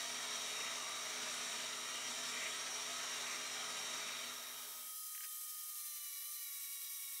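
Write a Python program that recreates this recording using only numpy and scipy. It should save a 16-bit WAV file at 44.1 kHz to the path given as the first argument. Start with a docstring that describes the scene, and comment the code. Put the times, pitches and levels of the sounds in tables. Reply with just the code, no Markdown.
"""A small bandsaw cuts thin metal close to one microphone: hiss of the teeth shaped by frame ringing,
screech of the work, and a brush motor and gears summed as orders of the armature.
It dissolves into the same saw in fast motion, nine to ten times higher: it idles, the work knocks on
the table as noise scuffs ringing a plate, then a new cut drags the motor down.
Faint sliding squeaks, steady raised mains hum and a faint steady white noise floor lie beneath."""
import sys
import numpy as np
from scipy import signal
from scipy.io import wavfile
from scipy.ndimage import uniform_filter1d

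SR = 44100
rng = np.random.default_rng(int(sys.argv[2]) if len(sys.argv) > 2 else 0)


def generate_wav(signal):
    """Clip the signal to [-1, 1] and save it as 16-bit WAV at the path in sys.argv[1]."""
    frames = np.transpose(np.atleast_2d(signal))
    scaled = np.clip(frames, -1, 1) * 32767
    pcm = np.round(scaled).astype(np.int16)
    wavfile.write(sys.argv[1], SR, pcm)


N = 317501
T = np.arange(N) / SR
HOP = 256
FRAMES = N // HOP + 5
HZ, FRAME_S = np.fft.rfftfreq(4 * HOP, 1 / SR), np.arange(FRAMES) * HOP / SR

# Armature speed of the cut. Each row: time in seconds, armature rate in Hz.
SPEED = [(.05, 317.1), (.14, 316), (.29, 315.8), (.36, 314.8), (.55, 314.4), (.71, 314.4), (.82, 316.2),
         (1.64, 316.2), (1.9, 317.7), (2, 318.6), (2.15, 316.2), (2.55, 315.9), (2.73, 318.5), (2.95, 318),
         (3.16, 316.2), (3.38, 316.3), (3.51, 318.5), (3.76, 316.6), (3.84, 315.3), (4.05, 314.3),
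         (4.32, 314.3), (4.42, 315), (5, 314.6)]
SHAFT_SHUDDER_TURNS = .0025
RASP_ORDER = .15  # tooth strikes per armature turn


def saw():
    """The cut at normal speed: each tooth strike jolts the blade, modulating hiss, screech and whine."""
    speed_hz = curve(SPEED, T)
    turns = np.cumsum(speed_hz) / SR + SHAFT_SHUDDER_TURNS * wander(rate_hz=15)
    strike = 2 * np.pi * RASP_ORDER * turns + .15 * wander(rate_hz=18)
    rasp = 1 + .014 * np.cos(strike) + .017 * np.cos(2 * strike)
    return rasp * (cutting() + motor_whine(speed_hz, turns, strike)) + gear_train(turns, strike)


# Teeth noise, relative. Each row: frequency in Hz, density in dB per Hz.
HISS = [(18, -70), (30, -51), (174, -17), (239, -10), (355, -15), (426, -8), (499, -12.5), (632, -4.5),
        (780, -8.5), (2350, -3), (2680, -1.5), (3770, -4.5), (4910, -6), (5590, -2), (16000, -24.5)]
# Ringing of frame, table and blade. 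Each row: frequency in Hz, width in Hz, gain in dB.
BODY = [(204, 45, 5), (434, 60, 0.5), (632, 24, 1), (1220, 420, 5.5), (2620, 360, -7), (3800, 420, 2.5),
        (5630, 290, 2.5), (3790, 90, -2.5), (6700, 150, 3), (7070, 450, 3), (8620, 270, 5), (9400, 200, 6),
        (9750, 260, 4), (3140, 70, 4), (2320, 120, 3), (4860, 70, -9), (5310, 60, -5), (6820, 70, -8),
        (7900, 150, -3), (9040, 90, -3), (10400, 450, -5), (8070, 90, 5), (5030, 100, -3), (7080, 60, -5),
        (2844, 28, 3), (4500, 56, 2), (6600, 69, -2.5), (175, 25, -19), (292, 20, -18), (1510, 80, -3),
        (1700, 60, -3), (1810, 110, 3), (2020, 80, 2), (2250, 50, -5), (2690, 40, 4)]
# Rough stretch of teeth, once per blade loop. Each row: peak in seconds, screech in dB above its rest.
PASSES = [(.66, 8.5), (1.57, 4.5), (2.44, 8.5), (3.318, 8), (4.2, 7.5)]
CUT_HISS_DB, SCREECH_REST_DB = -45, -13.5  # screech is relative to the hiss
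BUILD_S, DROP_S = .16, .096
LULL_DB, LULL_AFTER_S, LULL_S = -1, .18, .18


def cutting():
    """Teeth hiss through the frame; the work screeches at each rough pass, then both ease briefly."""
    lull = sum(bump(s + LULL_AFTER_S, DROP_S, LULL_S) for s, _ in PASSES)
    hiss_db = CUT_HISS_DB + LULL_DB * lull
    screech_db = SCREECH_REST_DB + sum(db * bump(s, BUILD_S, DROP_S) for s, db in PASSES)
    field_db = (read(HISS, HZ) + humps(BODY, HZ))[:, None]
    teeth = evened(hiss(field_db, patchy_db=.8, flicker_db=.5, streak_db=2.8))
    return gain_of(hiss_db) * (teeth + gain_of(screech_db) * work_screech())


# Resonances of the thin work. Each row: frequency in Hz, width in Hz, level in dB.
SCREECH = [(2000, 220, 2.5), (2340, 280, 3.5), (2730, 250, -1.5)]


def work_screech():
    """Noise in the resonance bands of the thin work, rms 1."""
    power = sum(gain_of(2 * db) / (1 + (2 * (HZ - f) / width) ** 4) for f, width, db in SCREECH)
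    field_db = 10 * np.log10(power)[:, None]
    return evened(hiss(field_db, patchy_db=1, flicker_db=1, streak_db=3))


BARS = 12  # commutator bars per armature turn
WHINE_DB, WHINE_DB_PER_HZ, USUAL_HZ = -55.5, -1.5, 316.2
WHINE_SHAKE = .5


def motor_whine(speed_hz, turns, strike):
    """Commutator bar order, shaken by the teeth; louder as the armature sags below USUAL_HZ."""
    whine_db = WHINE_DB + WHINE_DB_PER_HZ * (speed_hz - USUAL_HZ)
    return gain_of(whine_db) * shaken(turns, BARS, WHINE_SHAKE * np.cos(strike))


# Motor and gear orders. Each entry: multiple of the armature rate.
GEARS = [.158, .395, .49, .79, 1, 1.187, 1.35, 2, 3, 3.75, 4, 4.2, 5, 6, 7, 7.25, 7.68, 11.37, 12.3, 12.78,
         13, 15.6, 17.4, 17.55, 17.76, 19, 20, 20.85, 22.08, 22.655, 24.3, 25.5, 26, 28, 28.08, 29, 31, 35,
         36]
# Their levels. Each entry: level in dB.
GEARS_DB = [-99, -78.5, -83, -69, -76.5, -79, -68, -69, -69, -69, -64, -69, -69.5, -70, -67.5, -70, -70,
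            -72, -70, -70, -73, -74, -69, -67, -63, -70, -69.5, -75, -70.5, -73, -78, -75, -77, -75.5, -76,
            -71, -78, -84, -80]
# Upper orders shaken by the teeth. Each row: multiple of the armature rate, level in dB, shake depth.
SHAKEN = [(18, -59, 1.4), (24, -66, .7), (30, -69, .7)]
SLIP_RAD = .3
THROB_ORDER, THROB_PEAK_DB, THROB_DEPTH_DB = 2.135, -62, 14
THROB_EVERY_S, THROB_PEAK_S = .715, .05


def gear_train(turns, strike):
    """Orders of motor and gears: some shaken by the teeth, most wavering freely, one throbbing."""
    out = sum(gain_of(db) * shaken(turns, order, depth * np.cos(strike)) for order, db, depth in SHAKEN)
    for order, db in zip(GEARS, GEARS_DB):
        slip_rad = SLIP_RAD if order < BARS else 0
        out += gain_of(db) * tone(turns, order, rate_hz=18, waver_db=2, slip_rad=slip_rad)
    dip = abs(np.sin(np.pi * (T - THROB_PEAK_S) / THROB_EVERY_S))
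    throb = tone(turns, THROB_ORDER, rate_hz=22, waver_db=3.5, slip_rad=SLIP_RAD)
    return out + gain_of(THROB_PEAK_DB - THROB_DEPTH_DB * dip) * throb


# Armature speed in fast motion. Each row: time in seconds, armature rate in Hz.
FAST_SPEED = [(4.85, 3187), (5.2, 3150), (5.68, 3123), (5.8, 3066), (6.02, 2985), (6.12, 2901),
              (6.19, 2892), (6.24, 2934), (6.29, 3020), (6.33, 3043), (6.44, 2911), (6.51, 2858),
              (6.97, 2843), (7.2, 2795)]
FREE_HZ, LOADED_HZ = 3150, 2880  # armature rate with no load, full load
INERTIA_S = .018  # lag of speed behind load
WHEEL_TURNS, WHEEL_S = 140.7, 4.8  # armature turns per band wheel turn; when it runs freest
TUG_TURNS = .11


def fast_saw():
    """The saw in fast motion: load, inferred from speed and its slope, sets hiss and tone levels."""
    speed_hz = uniform_filter1d(curve(FAST_SPEED, T), size=1500)
    slope = uniform_filter1d(np.gradient(speed_hz) * SR, size=1500)
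    load = np.clip((FREE_HZ - speed_hz - INERTIA_S * slope) / (FREE_HZ - LOADED_HZ), 0, 1)
    turns = np.cumsum(speed_hz) / SR
    wheel = 2 * np.pi * (turns - np.interp(WHEEL_S, T, turns)) / WHEEL_TURNS
    loop = wheel / 2  # the blade loop is two wheel turns long
    turns += TUG_TURNS * np.sin(loop)  # and tugs the speed up and down
    tones = fast_gears(speed_hz, turns, load) + countershaft(turns, load) + gear_mesh(turns, loop)
    return fast_teeth(load, loop) + tones + mains_hum()


# Idling noise, relative. Each row: frequency in Hz, density in dB per Hz.
IDLE = [(100, -55), (300, -43), (450, -30), (750, -32), (1500, -17), (2500, -11), (4500, -4), (5300, -2.5),
        (8500, 0.5), (12000, 4), (14000, -2), (16000, 0)]
# Cutting noise, relative. Each row: frequency in Hz, density in dB per Hz.
LOADED = [(100, -50), (300, -48), (450, -32.5), (750, -37), (1550, -21.5), (2200, -10.5), (3000, -12),
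          (5300, -5), (8500, -4), (11500, 1), (14000, -4), (16000, -3)]
# Ringing in fast motion. Each row: frequency in Hz, width in Hz, gain in dB.
FAST_BODY = [(1830, 180, 10), (4040, 140, 4.5), (4930, 130, 1.5), (5870, 670, 2.5), (6980, 150, -8.5),
             (8700, 57, -5.5), (9300, 400, 0.5), (9600, 370, -1), (12500, 500, 0), (2040, 190, -0.5),
             (1297, 240, 12), (14300, 370, 5), (1560, 190, -9.5), (1940, 39, -3), (2486, 170, -7.5),
             (4490, 190, -9.5), (2330, 89, 9.5), (1110, 92, 5.5), (15650, 210, 4.5), (600, 120, 5.5)]
FAST_HISS_DB, LOOP_SWELL_DB = -46, .8


def fast_teeth(load, loop):
    """Hiss whose spectrum moves from idling to cutting with load and swells once per blade loop."""
    share = np.interp(FRAME_S, T, load)
    field_db = np.outer(read(IDLE, HZ), 1 - share) + np.outer(read(LOADED, HZ), share)
    field_db += humps(FAST_BODY, HZ)[:, None]
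    field_db -= 10 * np.log10(np.mean(gain_of(2 * field_db), axis=0))  # equal power in every frame
    teeth = evened(hiss(field_db, patchy_db=.5, flicker_db=.3, streak_db=2.5))
    return gain_of(FAST_HISS_DB + LOOP_SWELL_DB * np.cos(loop + .3)) * teeth


# Orders heard in fast motion. Each entry: multiple of the armature rate.
FAST_GEARS = [.49, .695, 1, 1.187, 2, 3, 4, 5]
# Their levels before the housing. Each row: idling level in dB, cutting level in dB.
FAST_GEARS_DB = [(-97, -79), (-86, -80), (-67.5, -72.5), (-89, -74), (-71, -65), (-66, -64.5), (-69, -58),
                 (-73, -69)]


def fast_gears(speed_hz, turns, load):
    """Gear orders whose levels follow load and the housing resonances they glide through."""
    out = np.zeros(N)
    for order, levels_db in zip(FAST_GEARS, FAST_GEARS_DB):
        gain = by_load(levels_db, load) * gain_of(housing_db(order * speed_hz))
        out += gain * tone(turns, order, rate_hz=60, waver_db=1.3, slip_rad=.08 * order)
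    return out


# Housing resonances. Each row: frequency in Hz, width in Hz, gain in dB.
HOUSING = [(2950, 130, 7), (3055, 40, -12), (5640, 150, 3), (6080, 180, 7), (8570, 150, 4.5),
           (8750, 150, -8), (9150, 350, 10), (11250, 150, -9), (11550, 400, 2), (11800, 120, -2),
           (12200, 300, 5), (14700, 500, 8), (2090, 60, 10)]


def housing_db(hz):
    """Housing gain in dB along the frequency curve of a tone."""
    return np.interp(T, T[::HOP], humps(HOUSING, hz[::HOP]))


COUNTERSHAFT_ORDER = .3953  # multiple of the armature rate
SHAFT_DB, SECOND_DB = (-64, -72), (-91, -63.5)  # idling, cutting; the second order before its flutter
BEAT_TURNS, BEAT_S = 124.5, 6.552  # armature turns per jolt; time of one jolt
BEAT_FADE, BEAT_FLOOR = .45, .25  # fade as a share of the beat; gain added under the jolts


def countershaft(turns, load):
    """Countershaft tone plus its second order, which flutters with decaying jolts."""
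    first = tone(turns, COUNTERSHAFT_ORDER, rate_hz=23, waver_db=.5, slip_rad=.19)
    beat = (turns - np.interp(BEAT_S, T, turns)) / BEAT_TURNS
    strength = 1.6 - .5 * (beat % 2 > 1)  # every other jolt is weaker
    jolts = strength * np.exp(-(beat % 1) / BEAT_FADE)
    flutter = BEAT_FLOOR + uniform_filter1d(jolts, size=150)
    second = tone(turns, 2 * COUNTERSHAFT_ORDER, rate_hz=60, waver_db=.8, slip_rad=.2)
    return by_load(SHAFT_DB, load) * first + by_load(SECOND_DB, load) * flutter * second


MESH_ORDER, MESH_DB = 1.35, (-78, -63)  # dB before, after contact, without the loop swell
CONTACT_S = (5.62, 5.84)  # the blade takes the work: start, end


def gear_mesh(turns, loop):
    """Gear mesh tone: rises as the blade takes the work, swells once per blade loop."""
    contact = np.interp(T, CONTACT_S, [0, 1])
    mesh = by_load(MESH_DB, contact) * tone(turns, MESH_ORDER, rate_hz=90, waver_db=1.3, slip_rad=.3)
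    return mesh * (1 + .35 * np.cos(loop - 1.5))


# Work knocking on the table.
# Each row: start in seconds, peak in dB, scuff length in seconds, treble mode in dB, thud mode in dB.
KNOCKS = [(5.147, -45, 0.005, -15, -19), (5.176, -44, 0.003, -17, -22), (5.205, -44.5, 0.003, -19, -28),
          (5.231, -43.5, 0.003, 16, -30), (5.237, -47, .003, -10, -24), (5.242, -42.5, 0.006, 13, -28),
          (5.256, -54, .004, -10, -6), (5.417, -57, .003, -4, -10), (5.433, -67, .007, -10, 10)]
# Table plate modes. Each row: frequency in Hz, level in dB, t60 in seconds.
PLATE = [(1590, 2, 0.016), (1920, 5, 0.016), (2280, 5, 0.014), (2600, 6, 0.01), (2950, 4, 0.012),
         (3300, -8, .008)]
TREBLE_HZ, TREBLE_T60_S = 5050, .015  # edge of the work
THUD_HZ, THUD_T60_S = 550, .025  # table base
ONSET_S = .0006  # swell-in of the modes


def knocks():
    """Each knock is a short noise scuff ringing the plate, the work edge and the table base."""
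    out, t = np.zeros(N), np.arange(2000) / SR
    highpass = signal.butter(4, 380, "high", fs=SR, output="sos")
    for s, peak_db, length_s, treble_db, thud_db in KNOCKS:
        scuff = rng.standard_normal(len(t)) * t * np.exp(-2 * t / length_s)
        modes = PLATE + [(TREBLE_HZ, treble_db, TREBLE_T60_S), (THUD_HZ, thud_db, THUD_T60_S)]
        ring = np.zeros(len(t))
        for k, (f, db, t60_s) in enumerate(modes):
            sign = (-1) ** k  # opposed neighbours keep the bass out
            ring += sign * gain_of(db - 60 * t / t60_s) * np.sin(2 * np.pi * f * t)
        ring *= 1 - np.exp(-t / ONSET_S)
        hit = signal.sosfilt(highpass, signal.fftconvolve(scuff, ring))
        out[round(s * SR):][:len(hit)] += gain_of(peak_db) * hit / abs(hit).max()
    return out


# Faint low squeaks.
# Each row: start in seconds, length in seconds, start frequency in Hz, end frequency in Hz, peak in dB.
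SQUEAKS = [(6.12, 0.058, 427, 460, -79), (6.14, 0.17, 430, 580, -88), (6.261, 0.056, 550, 580, -79),
           (6.33, 0.075, 600, 620, -87), (6.66, 0.27, 480, 493, -83), (6.81, .06, 476, 460, -82)]


def squeaks():
    """Soft sines, each sliding linearly in pitch under a Hann envelope."""
    out = np.zeros(N)
    for s, length_s, start_hz, end_hz, db in SQUEAKS:
        hz = np.linspace(start_hz, end_hz, round(length_s * SR))
        squeak = np.hanning(len(hz)) * np.sin(2 * np.pi * np.cumsum(hz) / SR)
        out[round(s * SR):][:len(hz)] += gain_of(db) * squeak
    return out


# Mains hum raised by the fast motion. Each row: frequency in Hz, rms level in dB.
HUM = [(450, -93.5), (900, -89), (1800, -80.5)]


def mains_hum():
    """Steady mains harmonics."""
    return sum(gain_of(db) * np.sqrt(2) * np.sin(2 * np.pi * hz * T) for hz, db in HUM)


def hiss(field_db, patchy_db, flicker_db, streak_db):
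    """Random short-time spectra under a dB field: drifting patches, thin ringing streaks, shared flicker."""
    a, b, patches, streaks = rng.standard_normal((FRAMES, len(HZ), 4)).T
    patches = uniform_filter1d(patches, size=10, axis=0)  # across frequency
    patches = evened(uniform_filter1d(patches, size=12, axis=1))  # across time
    streaks = evened(uniform_filter1d(streaks, size=40, axis=1))
    flicker = evened(uniform_filter1d(rng.standard_normal(FRAMES), size=3))
    level_db = field_db + patchy_db * patches + streak_db * streaks + flicker_db * flicker
    spectra = (a + 1j * b) * gain_of(level_db)
    return signal.istft(spectra, nperseg=4 * HOP, noverlap=3 * HOP)[1][:N]


def tone(turns, order, rate_hz, waver_db, slip_rad):
    """One shaft order, rms about 1, whose level and phase waver."""
    phase = 2 * np.pi * (order * turns + rng.random()) + slip_rad * wander(rate_hz)
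    return np.sqrt(2) * gain_of(waver_db * wander(rate_hz)) * np.sin(phase)


SHAKE_ANGLE_RAD = 1.2  # 0 shakes level only, pi / 2 mainly phase


def shaken(turns, order, shake):
    """A shaft order whose level and phase are shaken in step with the teeth."""
    phase = 2 * np.pi * (order * turns + rng.random())
    wave = np.sin(phase) + shake * np.sin(phase + SHAKE_ANGLE_RAD)
    return np.sqrt(2) * gain_of(.8 * wander(rate_hz=30)) * wave


def wander(rate_hz):
    """Random curve, rms about 1: straight lines between rate_hz knots per second."""
    knots = rng.standard_normal(4000) * np.sqrt(1.5)  # offsets the loss from interpolation
    return np.interp(T * rate_hz, np.arange(len(knots)), knots)


def bump(s, rise_s, fall_s):
    """A peak of height 1 at time s with its own rise and fall."""
    return np.exp(-((T - s) / np.where(T < s, rise_s, fall_s)) ** 2)


def by_load(levels_db, load):
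    """Gain between two dB levels, at load 0 and load 1."""
    return gain_of(levels_db[0] + load * (levels_db[1] - levels_db[0]))


def humps(modes, hz):
    """Sum of resonance humps in dB."""
    return sum(db / (1 + (2 * (hz - f) / width) ** 2) for f, width, db in modes)


def read(points, hz):
    """Spectrum interpolated on a log-frequency axis."""
    f, value = np.transpose(points)
    return np.interp(np.log(hz + 1), np.log(f + 1), value)


def curve(points, t):
    """Straight-line curve through (time, value) points."""
    s, value = np.transpose(points)
    return np.interp(t, s, value)


def gain_of(db):
    """Decibels to gain."""
    return np.exp(np.asarray(db) * (np.log(10) / 20))


def evened(x):
    """Scales to rms 1."""
    return x / np.sqrt(np.mean(x ** 2) + 1e-20)


DISSOLVE_S = (3.96, 5.015)  # start, end


def scene():
    """Linear cross-fade from normal to fast motion, plus knocks and squeaks; both channels equal."""
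    fade = np.interp(T, DISSOLVE_S, [0, 1])
    mid = (1 - fade) * saw() + fade * fast_saw() + knocks() + squeaks()
    return np.array([mid, mid])


FLOOR_DB, EDGE_HZ = -89.5, 15700  # noise floor before the band limit


def record(dry):
    """Adds a faint steady white noise floor; a steep lowpass limits the band."""
    heard = dry + gain_of(FLOOR_DB) * rng.standard_normal(N)
    lowpass = signal.firwin(1023, EDGE_HZ, window=("kaiser", 9), fs=SR)
    return signal.oaconvolve(heard, lowpass[None], "same")


dry = scene()
out = record(dry)
generate_wav(out)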